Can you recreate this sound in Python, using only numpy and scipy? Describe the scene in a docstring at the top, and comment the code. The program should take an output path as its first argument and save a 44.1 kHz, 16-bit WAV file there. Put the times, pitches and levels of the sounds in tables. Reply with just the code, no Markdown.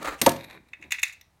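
"""A hand scrapes a toy top across a plastic arena: slip noise through floor resonances, dull bumps, clacks.
Fingertips brush it and snatch it up: noise bursts clack, decaying sines ring its metal and boom the floor.
It rattles in the fingers as softer bursts over slip noise, then is clicked into its hollow launcher:
noise bursts with brief notes, then a last thin tick. A small room's noise tail answers; a faint rumble stays."""
import sys
import numpy as np
from scipy import signal
from scipy.fft import rfft, irfft
from scipy.io import wavfile
from scipy.ndimage import uniform_filter1d

SR = 44100
rng = np.random.default_rng(int(sys.argv[2]) if len(sys.argv) > 2 else 0)


def materialize(psi):
    """Save the field psi as 16-bit PCM at rate SR to the path in sys.argv[1].

    A 1-D psi becomes a single channel; in a 2-D psi each row is a channel.
    """
    bounded = np.clip(np.atleast_2d(psi).T, -1, 1)
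    quanta = np.round(bounded * 32767).astype(np.int16)
    wavfile.write(sys.argv[1], SR, quanta)


N = 61739

# All levels are relative. Burst tilt acts above 2 kHz.
# Background rumble spectrum. Each row: frequency in Hz, level in dB.
RUMBLE_SPECTRUM = [(20, -19.5), (42, -8.5), (70, 4), (130, -8.5), (300, -20), (1000, -19.5), (3000, -30),
                   (8000, -34), (16000, -39)]
# Top dragged over the floor. Each row: time in seconds, level in dB.
DRAG_LEVEL = [(0, -47.5), (.025, -37.5), (.042, -44.5), (.049, -28), (.062, -34), (.072, -29), (.09, -28.5),
              (.103, -38.5), (.135, -37.5), (.165, -50.5), (.21, -58), (.25, -100)]
# Drag spectrum. Each row: frequency in Hz, level in dB.
DRAG_SPECTRUM = [(30, -13.5), (60, 5.5), (110, -17.5), (200, -19), (300, -7.5), (400, -4), (550, 0.5),
                 (850, -4.5), (1250, -2.5), (2000, -3), (3300, -15.5), (4200, -12.5), (5500, -22),
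                 (7000, -17.5), (11000, -27.5), (15500, -27.5)]
# Arena resonances excited by the drag. Each row: frequency in Hz, width in Hz, lift in dB.
DRAG_RESONANCES = [(296, 31, 12), (479, 12, 9.5), (556, 48, 3.5), (797, 14, 9), (912, 180, 4),
                   (1190, 100, 9.5), (1263, 32, 3), (1355, 45, 5.5), (1624, 64, 2.5), (1850, 100, 1.5)]
# Dull handling bumps. Each row: time in seconds, level in dB.
HANDLING_LEVEL = [(0, -48), (.035, -41), (.06, -56.5), (.15, -53), (.19, -62.5), (.41, -47.5), (.47, -58.5),
                  (.56, -52.5), (.68, -69.5), (.78, -73), (.81, -58), (.875, -53), (.91, -71), (1, -82.5)]
# Handling spectrum. Each row: frequency in Hz, level in dB.
HANDLING_SPECTRUM = [(40, -24.5), (100, -15.5), (160, 2), (220, -5), (305, 1.5), (400, -4), (480, -14.5),
                     (1000, -19.5), (2500, -48.5)]
# Room decay. Each row: frequency in Hz, t60 in seconds.
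ROOM_DECAY = [(80, 0.28), (300, .42), (800, .32), (2300, 0.29), (5000, 0.3), (9000, 0.22), (15000, 0.22)]
# Room tail spectrum. Each row: frequency in Hz, level in dB.
ROOM_LEVEL = [(80, -13), (300, -11.5), (700, -14.5), (1500, -10), (2400, -11.5), (4500, -9.5), (7000, -12),
              (14000, -14)]
# Clacks of the top's loose parts. Each row: start in seconds, level in dB, tilt in dB per octave,
# hold in seconds, share of the metal ring in dB.
CLACK_EVENTS = [(0.027, -40, -2, .003, -2), (0.055, -33.5, -5, .003, -14), (0.14, -48.5, -3.5, 0.0015, -19),
                (0.2148, -16.5, 0.5, 0.0051, 0), (0.262, -16, -0.5, 0.0051, -20.5),
                (0.291, -24.5, 1.5, 0.0037, -23), (0.3170, -36, -1, .004, -11),
                (0.361, -42, -4, 0.0056, -14.5)]
# Clack spectrum. Each row: frequency in Hz, level in dB.
CLACK_SPECTRUM = [(200, -4), (900, -13.5), (1400, -8), (2050, 4.5), (3000, -1.5), (3700, 1), (5100, -6),
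                  (6300, -1), (7700, -7), (9100, 1), (10000, -9), (11600, -3.5), (14000, -6.5),
                  (16000, -15.5)]
# Short resonances of the top's shell. Each row: frequency in Hz, width in Hz, lift in dB.
TOP_RESONANCES = [(2160, 200, -1.5), (2776, 180, 6.5), (3780, 87, 3), (4540, 220, 6), (5390, 180, 8),
                  (6150, 320, 4.5), (6650, 87, 6), (7300, 200, 5.5), (8050, 270, 6.5), (8900, 210, 4.5),
                  (10960, 67, 5.5), (11680, 62, 5), (11500, 480, 2.5), (13800, 220, 5.5), (14850, 220, 4.5)]
# Modes of the top's metal ring. Each row: frequency in Hz, level in dB, t60 in seconds.
METAL_MODES = [(4904, -24.5, 0.45), (6132, -29.5, .25), (8129, -20, 0.15), (8850, -22.5, .13),
               (11530, -13, .24), (12400, -19.5, .45)]
# Fingertips brushing the top. Each row: time in seconds, level in dB.
BRUSH_LEVEL = [(.16, -91.5), (.18, -55.5), (.197, -48), (.212, -60.5), (.23, -100)]
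# Brush spectrum. Each row: frequency in Hz, level in dB.
BRUSH_SPECTRUM = [(800, -20.5), (2700, 8), (4200, -14), (6500, -0.5), (7600, -8), (9000, -4),
                  (13000, -15.5), (16000, -23.5)]
# Blows on the arena floor. Each row: start in seconds, level in dB, mode tilt in dB per octave above 250 Hz.
FLOOR_BLOWS = [(0.2153, -8.5, -10.5), (0.2621, 1, 0.5)]
# Modes of the arena floor. Each row: frequency in Hz, level in dB, t60 in seconds, delay in seconds.
FLOOR_MODES = [(60, -34.5, .5, .003), (104, -25, .4, .003), (152, -24.5, .33, 0.019), (203.8, -24, .2, 0),
               (235.3, -11, .15, .009), (286, -9, 0.066, 0.025), (353.5, -6.5, 0.092, .005),
               (419, -22.5, 0.16, .004), (550, 7.5, 0.057, .005), (559.2, 0, .04, .003),
               (689, 3, 0.058, 0.011), (707, -21.5, .2, .005), (913.5, 4.5, .04, 0.00082),
               (920, 0.5, 0.041, 0.00086), (1033, -15.5, .14, 0.0011), (1074, -21, 0.19, .002),
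               (1141, -12.5, .11, .002), (1267, -13, .11, .002), (1321, -17, .12, .002),
               (1694, -12, 0.086, 0)]
# Dense weaker modes of the arena, as a spectrum. Each row: frequency in Hz, level in dB.
DENSE_SPECTRUM = [(25, -30), (80, -17.5), (250, 8), (450, -0.5), (700, -3.5), (1100, -2.5), (1480, -9),
                  (1720, -8), (2500, -14), (5000, -50)]
# Top shifting in the fingers. Each row: time in seconds, level in dB.
FUMBLE_LEVEL = [(.33, -62.5), (.40, -50), (.47, -56.5), (.51, -52.5), (.565, -51.5), (.6, -76), (.72, -69),
                (.79, -77), (.84, -55.5), (.89, -64), (.92, -80)]
# Fumble spectrum. Each row: frequency in Hz, level in dB.
FUMBLE_SPECTRUM = [(200, -9.5), (550, -0.5), (1000, 1), (1350, -7.5), (2400, 2), (3000, -18), (3800, -4.5),
                   (4900, -26), (12000, -25), (15500, -34)]
# Faint rattles in the fingers. Each row: start in seconds, level in dB, tilt in dB per octave, hold in seconds.
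RATTLE_EVENTS = [(0.4087, -40.5, -1, .002), (0.432, -48.5, 0.5, 0.0036), (0.4398, -43, 1.5, 0.0081),
                 (0.4988, -44.5, -1, 0.0019), (0.5085, -42, -1, .003), (0.5270, -48.5, -3, 0.0061),
                 (0.541, -60, 2, .004), (0.5737, -44, -14, 0.00202), (0.66, -70, -10, 0.0035),
                 (0.685, -61, 2.5, 0.0054)]
# Rattle spectrum. Each row: frequency in Hz, level in dB.
RATTLE_SPECTRUM = [(300, -22), (1300, -4), (1900, 3.5), (2450, 6), (3050, -16.5), (3850, 5.5),
                   (4900, -17.5), (6300, -15.5), (8000, -17.5), (12000, -15.5), (15500, -31)]
# Launcher clicks. Each row: start in seconds, level in dB, tilt in dB per octave, hold in seconds.
CLICK_EVENTS = [(0.7326, -35, -10, 0.0031), (0.8131, -56, 0, 0.0031), (0.8243, -40.5, -6, 0.0047),
                (0.838, -47, -6.5, .004), (0.9069, -34, 0, 0.0047), (0.916, -36.5, 14, 0.0044),
                (0.9200, -17, 0, .003), (0.926, -30, -1, .003), (0.9390, -36, -5, 0.0018),
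                (0.945, -32.5, -6, 0.0044), (0.984, -31.5, -8, .003), (0.9913, -38, 0.5, 0.0083),
                (1.0163, -48.5, 5.5, 0.0054), (1.0298, -16.5, 1, 0.0053), (1.04, -40, -8, 0.0069),
                (1.0660, -46, -4, 0.0055), (1.077, -42.5, 2.5, 0.0084), (1.0947, -41, -3, 0.0053),
                (1.125, -49, 3.5, 0.012)]
# Launcher's hollow body. Each row: frequency in Hz, level in dB.
LAUNCHER_SPECTRUM = [(450, -43.5), (850, -16.5), (1500, -10.5), (1900, 1), (2190, 5), (2370, 0),
                     (2620, 7.5), (3100, -17), (3600, -5), (4200, -13), (5300, -15.5), (6600, -11.5),
                     (7300, -13.5), (8300, -17), (11200, -20.5), (13000, -23), (16000, -27.5)]
# Short resonances of the launcher's shell. Each row: frequency in Hz, width in Hz, lift in dB.
LAUNCHER_RESONANCES = [(1970, 100, 1.5), (2185, 51, 5.5), (2520, 280, 5), (2854, 90, 9), (3590, 120, 9),
                       (3975, 120, 5.5), (4513, 160, -6), (5810, 260, 4.5), (6380, 88, 9), (6770, 540, 10),
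                       (7380, 400, 7.5), (7950, 160, 6), (9320, 200, 7), (11170, 350, 12),
                       (12100, 250, 11.5), (13350, 200, 7), (14000, 200, 8)]
# Modes of the launcher's hollow grip. Each row: frequency in Hz, level in dB, t60 in seconds.
GRIP_MODES = [(2205, -11, .025), (2570, -2.5, 0.082), (3584, -10, 0.018)]
# Last, thinner tick. One row: start in seconds, level in dB, hold in seconds.
LATCH_EVENT = (1.2112, -46.5, 0.0023)
# Latch spectrum. Each row: frequency in Hz, level in dB.
LATCH_SPECTRUM = [(600, -23), (1600, -11.5), (1950, 7), (2400, -5), (3200, -9), (3880, 1.5), (4600, -13),
                  (5800, 2), (6900, -21), (10200, -18), (12600, -8.5), (15500, -19)]
# Flat spectrum. Each row: frequency in Hz, level in dB.
FLAT_SPECTRUM = [(20, 0), (20000, 0)]

RUMBLE_DB = -64.5
CLACK_T60_S, CLICK_T60_S, BURST_RISE_S = 0.018, 0.022, 0.00064
METAL_DB, RATTLE_METAL_DB = -2, -12
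GRASP_S, GRASP_DB_PER_S = 0.55, 400  # fingers close on the metal ring and damp it
FLOOR_MODES_DB, FLOOR_SWELL_S = -9.5, 0.0051
DENSE_DB, DENSE_T60_S, DENSE_HOLD_S = -20.5, 0.15, 0.0088
ROOM_GAP_S = 0.007
CUTOFF_HZ = 16150


def amp(db):
    """Decibels to gain."""
    return 10 ** (np.asarray(db) / 20)


def evened(x):
    """Scales to rms 1."""
    return x / np.sqrt(np.mean(x ** 2) + 1e-20)


def read(points, hz):
    """Interpolates a table on a log-frequency axis."""
    table_hz, value = np.transpose(points)
    return np.interp(np.log(hz + 1), np.log(table_hz + 1), value)


def add(mix, start_s, sound):
    """Mixes a sound in at start_s, cut at the end of the mix."""
    part = mix[round(start_s * SR):][:len(sound)]
    part += sound[:len(part)]


def colour(x, spectrum, tilt_db=0, resonances=(), size=4096):
    """Minimum-phase filter of unit energy: broad spectrum, tilt above 2 kHz, resonances."""
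    hz = np.fft.rfftfreq(size, 1 / SR)
    octaves = np.log2(np.maximum(hz, 2000) / 2000)
    lift_db = sum(db / (1 + (2 * (hz - centre) / width) ** 2) for centre, width, db in resonances)
    gain = amp(read(spectrum, hz) + tilt_db * octaves + lift_db)
    # Folding the cepstrum makes the filter causal.
    cepstrum = irfft(np.log(gain))
    cepstrum[1:size // 2] *= 2
    cepstrum[size // 2 + 1:] = 0
    taps = irfft(np.exp(rfft(cepstrum)))
    return signal.fftconvolve(x, taps / np.linalg.norm(taps))[:len(x)]


def chatter(hold_s, t60_s, size=8192):
    """Burst of tiny contacts, fairly even in spectrum: rises, holds, then dies."""
    t = np.arange(size) / SR
    rise = np.minimum(t / BURST_RISE_S, 1)
    envelope = rise * amp(-60 * np.maximum(t - hold_s, 0) / t60_s)
    noise = rng.standard_normal(size) * envelope
    flat = irfft(np.exp(1j * np.angle(rfft(noise))))  # phase only
    local_rms = np.sqrt(abs(uniform_filter1d(flat ** 2, size=64)) + 1e-20)
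    return flat / local_rms * envelope


def bursts(events, spectrum, t60_s):
    """Contact bursts, each tilted and coloured by the struck body."""
    out = np.zeros(N)
    for start_s, db, tilt_db, hold_s in events:
        add(out, start_s, amp(db) * colour(chatter(hold_s, t60_s), spectrum, tilt_db))
    return out


def ring(hz, db, t60_s, rise_s):
    """One mode: a sine that swells and dies."""
    t = np.arange(SR) / SR
    swell = 1 - np.exp(-t / rise_s)
    return amp(db - 60 * t / t60_s) * np.sin(2 * np.pi * hz * t) * swell


def rub(level, spectrum, slips_per_s, spread_db, hiss, resonances=()):
    """Friction: tiny slips of uneven size over a smooth hiss, through a body."""
    slipping = rng.random(N) < slips_per_s / SR
    sign = rng.choice([-1, 1], N)
    size = amp(spread_db * np.minimum(rng.exponential(1, N), 4))
    slips = evened(slipping * sign * size)
    drive = evened(slips + hiss * rng.standard_normal(N))
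    level_db = np.interp(np.arange(N) / SR, *np.transpose(level))
    return colour(drive * amp(level_db), spectrum, resonances=resonances)


def rumble():
    """Steady, mostly low background noise."""
    return amp(RUMBLE_DB) * colour(rng.standard_normal(N), RUMBLE_SPECTRUM)


def drag():
    """The top's slips over the floor excite arena resonances."""
    return rub(DRAG_LEVEL, DRAG_SPECTRUM, 2700, spread_db=2.0, hiss=0.46, resonances=DRAG_RESONANCES)


def handling():
    """Dull bumps: sparse slips and hiss through a low spectrum."""
    return rub(HANDLING_LEVEL, HANDLING_SPECTRUM, 260, spread_db=0.5, hiss=0.99)


def room(x):
    """Diffuse noise tail, each band dying at its own speed."""
    hz, t, bands = signal.stft(rng.standard_normal(SR), SR, nperseg=256)
    t60_s = read(ROOM_DECAY, hz)[:, None]
    decay = amp(read(ROOM_LEVEL, hz)[:, None] - 60 * t / t60_s)
    energy_norm = np.sqrt(2 * np.log(1000) / (t60_s * SR))  # level independent of t60
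    tail = signal.istft(bands * decay * energy_norm, SR, nperseg=256)[1]
    wet = np.zeros(N)
    add(wet, ROOM_GAP_S, signal.fftconvolve(x, tail))
    return wet


def clacks():
    """The top's loose parts clack together."""
    return bursts([row[:4] for row in CLACK_EVENTS], CLACK_SPECTRUM, CLACK_T60_S)


def metal():
    """Clacks set the metal ring singing, rattles keep it alive, the grasp damps it."""
    out = np.zeros(N)
    tone = sum(ring(*mode, rise_s=.001) for mode in METAL_MODES)
    for start_s, db, _, _, share_db in CLACK_EVENTS:
        add(out, start_s, amp(db + METAL_DB + share_db) * tone)
    for start_s, db, tilt_db, _ in RATTLE_EVENTS:
        # A brighter rattle rings more.
        add(out, start_s, amp(db + RATTLE_METAL_DB + 2 * tilt_db) * tone)
    grasped_s = np.maximum(np.arange(N) / SR - GRASP_S, 0)
    return out * amp(-GRASP_DB_PER_S * grasped_s)


def brush():
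    """Fingertip friction on the top as they close on it."""
    return rub(BRUSH_LEVEL, BRUSH_SPECTRUM, 1300, spread_db=3.5, hiss=1)


def arena():
    """The thin floor booms in delayed modes; the softer blow wakes mainly the low ones."""
    out = np.zeros(N)
    for start_s, db, tilt_db in FLOOR_BLOWS:
        for hz, mode_db, t60_s, delay_s in FLOOR_MODES:
            level_db = db + FLOOR_MODES_DB + mode_db + tilt_db * np.log2(max(hz / 250, 1))
            add(out, start_s + delay_s, ring(hz, level_db, t60_s, FLOOR_SWELL_S))
        dense = colour(chatter(DENSE_HOLD_S, DENSE_T60_S), DENSE_SPECTRUM)
        add(out, start_s, amp(db + DENSE_DB) * dense)
    return out


def fumble():
    """Friction of the top shifting in the fingers."""
    return rub(FUMBLE_LEVEL, FUMBLE_SPECTRUM, 1100, spread_db=6, hiss=0.98)


def rattles():
    """The loose parts rattle softly in the fingers."""
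    return bursts(RATTLE_EVENTS, RATTLE_SPECTRUM, CLACK_T60_S)


def launcher():
    """Catches slip and snap home in a hollow plastic body; the latch settles with a last tick."""
    out = bursts(CLICK_EVENTS, LAUNCHER_SPECTRUM, CLICK_T60_S)
    start_s, db, hold_s = LATCH_EVENT
    add(out, start_s, amp(db) * colour(chatter(hold_s, CLICK_T60_S), LATCH_SPECTRUM))
    return out


def grip():
    """Each click rings a brief hollow note in the launcher's grip."""
    out = np.zeros(N)
    tone = sum(ring(*mode, rise_s=0.000603) for mode in GRIP_MODES)
    for start_s, db, _, _ in CLICK_EVENTS:
        add(out, start_s, amp(db) * tone)
    return out


def scene():
    """Shells beam their resonances at the microphone; the room hears their average over all directions."""
    friction = drag() + handling() + brush() + fumble()
    ringing = metal() + arena() + grip()
    top_hits = clacks() + rattles()
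    clicks = launcher()
    beamed_top = colour(top_hits, FLAT_SPECTRUM, resonances=TOP_RESONANCES)
    beamed_launcher = colour(clicks, FLAT_SPECTRUM, resonances=LAUNCHER_RESONANCES)
    direct = friction + ringing + beamed_top + beamed_launcher
    wet = room(friction + ringing + top_hits + clicks)
    return (direct + wet + rumble())[None]


def record(dry):
    """The recorder's band limit: a linear-phase low-pass."""
    taps = signal.firwin(255, CUTOFF_HZ, window=("kaiser", 9), fs=SR)
    return signal.oaconvolve(dry, taps[None], "same")


dry = scene()
out = record(dry)
materialize(out)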